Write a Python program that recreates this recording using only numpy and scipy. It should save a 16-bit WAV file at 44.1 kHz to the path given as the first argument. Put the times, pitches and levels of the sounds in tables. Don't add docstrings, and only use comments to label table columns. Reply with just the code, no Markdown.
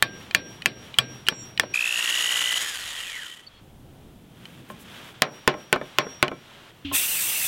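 import sys
import numpy as np
from scipy import signal
from scipy.fft import rfft, irfft, next_fast_len
from scipy.io import wavfile
from scipy.ndimage import uniform_filter1d, map_coordinates

SR = 44100
rng = np.random.default_rng(int(sys.argv[2]) if len(sys.argv) > 2 else 0)


def output_pcm(signal):
    pcm = np.clip(np.atleast_2d(signal).T, -1, 1) * 32767
    wavfile.write(sys.argv[1], SR, np.round(pcm).astype(np.int16))


N = 329427
T = np.arange(N) / SR
AGE_S = T[:SR]

# start_s, force_db, head_low_db, head_high_db
VISE_BLOWS = [(0.025, -0.5, 5, -3), (0.3483, -0.5, 1, 0.5), (0.659, -2, -4.5, -4.5), (0.9865, 0, 2, 1),
              (1.2857, -4, -7, 4.5), (1.5975, -3, -6.5, 0.5)]
# start_s, force_db, head_low_db, head_high_db, wood_db
BLOCK_BLOWS = [(5.2208, 0, -9, -5, -5), (5.4768, 1.5, -4, -6, -0.5), (5.728, -1.5, -4, -12.5, 2.5),
               (5.9857, 0.5, -5.5, 3, -4), (6.2275, -2, -10, -14, 2)]
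# start_s, level_db
TAPS = [(0.311, -25), (0.621, -24), (0.9419, -28), (1.2676, -22), (1.275, -25), (1.5766, -19), (4.455, -35),
        (4.702, -40.5), (6.2812, -19.5)]
KNOCKS = [(1.323, -23.5), (1.635, -21), (4.701, -31.5), (5.541, -18), (5.761, -15), (5.814, -18),
          (6.068, -23.5), (6.281, -20), (6.3153, -18), (6.9145, -25)]
# pitch_hz, level_db, t60_s
VISE_MODES = [(124.4, -31.5, 0.91), (1123, -18, 0.094), (1370, -5, 0.023), (1752, -4, 0.045),
              (2210, -28.5, 0.14), (2400, -12, 0.097), (2593, -6.5, 0.041), (2905, 3, 0.014),
              (3256, -2, 0.031), (4360, -8, .025), (5150, -9, 0.017), (8040, -28.5, 0.1),
              (12400, -28, 0.049)]
HEAD_MODES = [(1593, -38.5, 0.37), (5638, -44, 0.89)]
DOWEL_MODES = [(1873, -15, 0.022), (2440, -11.5, 0.039), (3027, -1, 0.022), (4100, -5, 0.0096),
               (4930, -17.5, .015)]
BLOCK_MODES = [(140.2, -12.5, 0.2), (265.3, -19, 0.25), (367.7, -10, 0.17), (460, -4.5, 0.05),
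               (600, -8, 0.19), (772, -25.5, 0.116), (864, -11.5, 0.059), (1065, -6, .14),
               (1330, -16.5, 0.18), (1506, -5, 0.056), (1790, -6, 0.056), (2320, -17.5, 0.17),
               (2910, -14, 0.089), (3380, -21.5, 0.18), (3600, -25, 0.12)]
# freq_hz, density_db
VISE_CRACK = [(60, -20.5), (300, -11.5), (1000, -19), (1800, 6), (3100, 5.5), (5000, -8.5), (9000, -10.5),
              (16000, -35.5)]
VISE_CLATTER = [(40, -21), (130, -1.5), (400, -2), (900, -6), (2500, -9), (4500, -5.5), (9000, -17),
                (16000, -26.5)]
KNOCK_CLATTER = [(60, -16.5), (250, 0.5), (600, 4.5), (1300, 1), (2000, -1), (3200, -16.5), (5000, -32.5),
                 (16000, -55.5)]
BLOCK_CRACK = [(50, -27), (150, -7.5), (600, -11), (1400, -1), (2600, -3), (5000, -17.5), (9000, -24.5),
               (16000, -33)]
BLOCK_CLATTER = [(40, -69), (140, -3), (500, -1), (1300, -2), (2500, -3), (4000, -7), (6000, -19),
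                 (16000, -50)]
# freq_hz, t60_s
VISE_DECAY = [(130, 0.84), (450, 0.56), (1000, 0.15), (2500, 0.38), (6000, 0.056), (14000, .08)]
KNOCK_DECAY = [(200, 0.16), (600, 0.063), (1500, 0.027), (8000, 0.025)]
BLOCK_DECAY = [(130, 0.41), (500, 0.34), (1300, 0.21), (3500, 0.13), (10000, 0.091)]
# freq_hz, density_db
RUMBLE = [(25, -17), (70, -4.5), (125, 1), (185, -2.5), (330, -6), (510, -12.5), (800, -15), (1500, -34),
          (3000, -75)]
AIR = [(200, -4), (700, 0.5), (1300, 1.5), (2300, -1.5), (3300, 2), (4500, -9.5), (7000, -15.5),
       (15000, -27)]
MIC_HISS = [(1000, -15), (4000, -2.5), (9000, 1), (15500, 0)]
SLEEVE_NOISE = [(240, -17), (400, -0.5), (928, -1.5), (1610, 1), (1990, -2), (3360, 1.5), (4290, -10),
                (15500, -21.5)]
CUFF_NOISE = [(2000, -18.5), (5500, -5), (10000, -1), (15500, -3.5)]
GEAR_NOISE = [(40, -25), (150, -23), (330, -15.5), (800, -12.5), (1400, -5.5), (1850, 0), (2250, -4.5),
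              (3300, 1), (4400, -8.5), (5800, -10.5), (7800, -8), (9500, -12.5), (12500, -17), (15500, -28)]
WIND_NOISE = [(35, 1.0), (75, -1.0), (160, -8), (600, -60)]
DRONE_NOISE = [(60, -25), (120, -3), (190, 0), (300, -9), (700, -31), (2000, -70)]
JET_NOISE = [(100, -17), (700, -11), (1400, -9), (2200, -2), (3100, -2.5), (3550, 1.5), (4000, -4.5),
             (5600, -4.5), (6150, 0.5), (6600, -3.5), (7300, 0.5), (9300, 0), (13000, 1.5), (15500, 0)]
# start_s, rumble_db, air_db, hiss_db
BACKGROUNDS = [(0, -51, -50, -65.5), (1.738, -61, -56.5, -70.5), (3.61, -52, -61, -65),
               (5.141, -57, -50.5, -67), (6.71, -54.5, -56.5, -66)]
# start_s, length_s, level_db
SLEEVE_STROKES = [(4.3, 0.42, -53), (4.64, 0.24, -51.5), (4.81, 0.33, -44.5)]
CUFF_STROKES = [(4.3, 0.4, -65.5), (4.68, 0.054, -52.5), (4.785, 0.06, -51.5)]
GUSTS = [(2.6, 0.67, -58.5), (3.4, 1.0, -53.5)]
DRONE_SWELLS = [(3.9, 1.4, -49.5)]
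# start_s, length_s, first_hz, last_hz, level_db
BIRD_CALLS = [(1.32, 0.15, 7550, 7200, -47.5)]
BIT_SQUEAKS = [(3.463, 0.025, 4560, 4370, -42), (3.49, 0.13, 3320, 3340, -58),
               (3.53, 0.083, 4340, 4300, -65)]
# pitch_hz, width_hz, level_db
HOUSING_MODES = [(1927, 65, -12.5), (3073, 160, -10.5), (6780, 200, -7), (10900, 320, -13),
                 (14200, 400, -21)]
NOZZLE_MODES = [(2694, 165, -10.5), (8400, 240, -12.5)]
# freq_hz, gain_db
STANDSTILL_TILT = [(2000, 11.0), (3100, 14.5), (6800, -10.5), (14000, -12)]
BRUSH_RESPONSE = [(1100, -17), (1950, 6.0), (2400, -7), (3000, 1), (4000, -12), (6000, -17)]
# pitch_hz, level_db
CAN_NOTES = [(85, -14), (281, -6.5)]

TRIGGER_ON_S, TRIGGER_OFF_S = 1.738, 2.582
MAINS_HZ, FIRST_PULSE_S = 60.05, 1.7432
START_RPS, TOP_RPS, STALL_RPS = 205, 254, 39.4
FAN_BLADES, ARMATURE_SLOTS, COMMUTATOR_BARS, GEAR_RATIO = 8, 12, 24, 13


def amp(db):
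    return 10 ** (np.asarray(db) / 20)


def unit(x):
    return x / np.sqrt(np.mean(x ** 2) + 1e-20)


def along(points, hz):
    freqs_hz, values = np.transpose(points)
    return np.interp(np.log(hz + 1), np.log(freqs_hz + 1), values)


def wobble(rate_hz):
    return map_coordinates(rng.standard_normal(int(N * rate_hz / SR) + 4), [T * rate_hz])


def filtered(x, response):
    size = next_fast_len(len(x) + 8192)
    return irfft(rfft(x, size) * response(np.fft.rfftfreq(size, 1 / SR)), size)[:len(x)]


def noise(spectrum, samples=N):
    return unit(filtered(rng.standard_normal(samples), lambda hz: amp(along(spectrum, hz))))


def fuzzy_tone(hz, width_hz):
    phase = 2 * np.pi * np.cumsum(hz * np.ones(N)) / SR
    a, b = (filtered(rng.standard_normal(N), lambda f: 1 / (1 + (f / width_hz) ** 2)) for _ in range(2))
    return unit(a * np.cos(phase) + b * np.sin(phase))


def fade(t60_s):
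    return np.exp(-np.log(1000) * AGE_S / t60_s)


def ramp(start_s, length_s):
    return np.clip((T - start_s) / length_s, 0, 1)


def held(start_s, length_s, attack_s, release_s):
    return ramp(start_s, attack_s) * (1 - ramp(start_s + length_s - release_s, release_s))


def settling(start_s, tau_s):
    return np.exp(-np.maximum(T - start_s, 0) / tau_s)


def swells(rows):
    return sum(amp(db) * np.sin(np.pi * ramp(start_s, length_s)) for start_s, length_s, db in rows)


def glides(rows, width_hz):
    out = np.zeros(N)
    for start_s, length_s, first_hz, last_hz, db in rows:
        pitch_hz = first_hz + (last_hz - first_hz) * ramp(start_s, length_s)
        out += swells([(start_s, length_s, db)]) * fuzzy_tone(pitch_hz, width_hz)
    return out


def ring(modes, scatter_db, detune):
    out = np.zeros(SR)
    for hz, db, t60_s in modes:
        gain = amp(db + scatter_db * rng.normal()) * rng.choice([-1, 1])
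        pitch_hz = hz * (1 + detune * rng.normal())
        out += gain * fade(t60_s) * np.sin(2 * np.pi * pitch_hz * AGE_S)
    return out


def clatter(spectrum, decays):
    hz, age_s, bands = signal.stft(noise(spectrum, SR), SR, nperseg=256)
    decay = np.exp(-np.log(1000) * age_s / along(decays, hz)[:, None])
    return signal.istft(bands * decay, SR, nperseg=256)[1][:SR]


def crack(spectrum, t60_s):
    envelope = fade(t60_s)
    burst = noise(spectrum, SR) * envelope
    return 0.5 * burst / np.sqrt(np.sum(burst ** 2) / np.sum(envelope ** 2))


def add(track, start_s, sound):
    part = track[round(start_s * SR):][:len(sound)]
    part += sound[:len(part)]


def background():
    starts_s, rumble_db, air_db, hiss_db = np.transpose(BACKGROUNDS)
    job = np.searchsorted(starts_s[1:], T)
    rumble = amp(rumble_db[job] + 1.3 * wobble(12)) * noise(RUMBLE)
    air = amp(air_db[job] + 1.6 * wobble(7.1)) * noise(AIR)
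    return rumble + air + amp(hiss_db[job]) * noise(MIC_HISS)


def vise_hammering():
    out = np.zeros(N)
    for start_s, force_db, *_ in VISE_BLOWS:
        contact = amp(16) * crack(VISE_CRACK, t60_s=0.0033)
        dowel = amp(-10) * ring(VISE_MODES, scatter_db=4.5, detune=0.014)
        bench = amp(-25) * clatter(VISE_CLATTER, VISE_DECAY)
        add(out, start_s, amp(force_db) * (contact + dowel + bench))
    return (out + hammer_head(VISE_BLOWS)) * (T < TRIGGER_ON_S)


def hammer_head(blows, swing_s=0.25, swing_db=8):
    out = np.zeros(N)
    swing = amp(swing_db * np.sin(np.pi * np.minimum(AGE_S / swing_s, 1)))
    for start_s, _, low_db, high_db, *_ in blows:
        out *= T < start_s
        modes = [(hz, db + struck_db, t60_s)
                 for (hz, db, t60_s), struck_db in zip(HEAD_MODES, (low_db, high_db))]
        add(out, start_s, swing * ring(modes, scatter_db=1, detune=0))
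    return out


def clothing(lead_s=0.2, downswing_s=0.14):
    swings = swells([(blow_s - lead_s, downswing_s, 0) for blow_s, *_ in VISE_BLOWS + BLOCK_BLOWS])
    sleeve_gain = (swells(SLEEVE_STROKES) + amp(-52.5) * swings) * amp(1.3 * wobble(250))
    cuff_gain = swells(CUFF_STROKES) + amp(-64.5) * swings
    return sleeve_gain * noise(SLEEVE_NOISE) + cuff_gain * noise(CUFF_NOISE)


def taps():
    out = np.zeros(N)
    for start_s, db in TAPS:
        wood = amp(1.5) * ring(DOWEL_MODES, scatter_db=3.5, detune=0.026)
        contact = amp(-2) * crack(VISE_CRACK, t60_s=0.018)
        add(out, start_s, amp(db) * (wood + contact))
    return out


def bird():
    return glides(BIRD_CALLS, width_hz=170)


def knocks():
    out = np.zeros(N)
    for start_s, db in KNOCKS:
        rattle = amp(-3) * clatter(KNOCK_CLATTER, KNOCK_DECAY)
        bench = amp(-11) * ring(BLOCK_MODES, scatter_db=4, detune=0.0031)
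        add(out, start_s, amp(db) * (rattle + bench))
    return out


def motor_rps(spin_up_s=0.315, drag_s=2.0, friction_rps_per_s=205):
    powered_s = np.clip(T, TRIGGER_ON_S, TRIGGER_OFF_S) - TRIGGER_ON_S
    powered_rps = TOP_RPS - (TOP_RPS - START_RPS) * np.exp(-powered_s / spin_up_s)
    drag = settling(TRIGGER_OFF_S, drag_s)
    speed_rps = powered_rps * drag - friction_rps_per_s * drag_s * (1 - drag)
    return np.maximum(speed_rps, 0) * (T > TRIGGER_ON_S)


def armature(angle_rad):
    off_pulse_s = (((T - FIRST_PULSE_S) * MAINS_HZ + 0.5) % 1 - 0.5) / MAINS_HZ
    inrush = settling(TRIGGER_ON_S, tau_s=0.08)
    half_width_s = 0.0015 + 0.0011 * inrush
    pulses = np.exp(-(off_pulse_s / half_width_s) ** 2)
    current = amp(-15 + 2 * inrush) * (T > TRIGGER_ON_S) * (T < TRIGGER_OFF_S)
    return current * pulses * amp(0.51 * wobble(59.9)) * np.sin(ARMATURE_SLOTS * angle_rad)


def gears(angle_rad, pace):
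    chatter_db = 2.9 * (1 - pace) * np.sin(angle_rad)
    uneven = unit(amp(2.2 * wobble(450) + 0.41 * pace * wobble(60) + chatter_db))
    housing = sum(amp(db + 0.5 + (1 - pace) * along(STANDSTILL_TILT, hz)) * fuzzy_tone(hz, width_hz)
                  for hz, width_hz, db in HOUSING_MODES)
    return uneven * (amp(2.5) * noise(GEAR_NOISE) + housing)


def fan(angle_rad, pace):
    gain = amp(-3.5 + 1.7 * wobble(30.16)) * pace ** 3
    return gain * np.sin(FAN_BLADES * angle_rad + 0.21 * wobble(24.9))


def brushes(speed_rps):
    pitch_hz = COMMUTATOR_BARS * speed_rps
    return amp(along(BRUSH_RESPONSE, pitch_hz)) * fuzzy_tone(pitch_hz, width_hz=130)


def drill(db_per_decade=14):
    speed_rps = motor_rps()
    pace = speed_rps / speed_rps.max()
    angle_rad = 2 * np.pi * np.cumsum(speed_rps) / SR
    speed_db = db_per_decade * np.log10(speed_rps / TOP_RPS + 1e-9)
    bite_db = 4.5 * held(start_s=1.824, length_s=0.913, attack_s=0.22, release_s=0.14)
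    chuck_db = 1.6 * np.sin(angle_rad / GEAR_RATIO) * pace
    stall_fade = 1 - np.exp(-(speed_rps / STALL_RPS) ** 2)
    gain = amp(-34.5 + speed_db + bite_db + chuck_db) * stall_fade
    running = gears(angle_rad, pace) + fan(angle_rad, pace) + brushes(speed_rps)
    return armature(angle_rad) + gain * running


def breeze():
    return swells(GUSTS) * amp(2.7 * wobble(8.6)) * noise(WIND_NOISE)


def bit_squeaks():
    return glides(BIT_SQUEAKS, width_hz=75)


def drone():
    return swells(DRONE_SWELLS) * noise(DRONE_NOISE)


def block_hammering():
    out = np.zeros(N)
    for start_s, force_db, *_, wood_db in BLOCK_BLOWS:
        contact = amp(11) * crack(BLOCK_CRACK, t60_s=0.0049)
        wood = amp(wood_db - 13) * ring(BLOCK_MODES, scatter_db=2, detune=0.0009)
        bench = amp(-19) * clatter(BLOCK_CLATTER, BLOCK_DECAY)
        add(out, start_s, amp(force_db) * (contact + wood + bench))
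    return out + hammer_head(BLOCK_BLOWS)


def can_grip(start_s=6.847):
    hollow = sum(amp(db) * np.sqrt(2) * np.sin(2 * np.pi * hz * T + 0.5 * wobble(43))
                 for hz, db in CAN_NOTES)
    scuff = amp(-10.5) * fuzzy_tone(3060, width_hz=540)
    bump_db = 11 * settling(start_s, tau_s=0.016)
    grip = held(start_s, length_s=0.125, attack_s=0.006, release_s=0.035)
    return grip * amp(-31 + bump_db) * (hollow + scuff)


def turbulence(x, depth_db):
    bands = signal.stft(x, nperseg=512)[2]
    patches = uniform_filter1d(rng.standard_normal(bands.shape), size=6, axis=0)
    patches = uniform_filter1d(patches, size=7, axis=1)
    return unit(signal.istft(bands * amp(depth_db * unit(patches)), nperseg=512)[1][:N])


def spray(open_s=6.92, crest_s=7.07, sweep_s=0.262):
    pitch_ratio = 1 + 0.036 * np.cos(2 * np.pi * (T - crest_s) / sweep_s)
    nozzle = sum(amp(db) * fuzzy_tone(hz * pitch_ratio, width_hz) for hz, width_hz, db in NOZZLE_MODES)
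    jet = amp(0.5) * turbulence(noise(JET_NOISE), depth_db=1.5)
    valve = ramp(open_s, length_s=0.033) ** 2
    spurt_db = 17 * settling(open_s, tau_s=0.038)
    return valve * amp(-25 + spurt_db + 0.59 * wobble(120)) * (jet + nozzle)


def scene():
    mono = (background() + vise_hammering() + clothing() + taps() + bird() + knocks() + drill()
            + breeze() + bit_squeaks() + drone() + block_hammering() + can_grip() + spray())
    return np.array([mono, mono])


def record(dry, ceiling=0.65, duck_db=5, hold_s=0.092, glide_s=0.016, cutoff_hz=15850):
    mono = dry.mean(axis=0)
    last_overload_s = np.maximum.accumulate(np.where(np.abs(mono) > ceiling, T, -1))
    holding = 1.0 * (T - last_overload_s < hold_s)
    step = 1 / (glide_s * SR)
    duck = signal.lfilter([step], [1, step - 1], holding)
    ducked = np.clip(mono, -ceiling, ceiling) * amp(-duck_db * duck)
    out = filtered(ducked, lambda hz: hz < cutoff_hz)
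    return np.array([out, out])


dry = scene()
out = record(dry)
output_pcm(out)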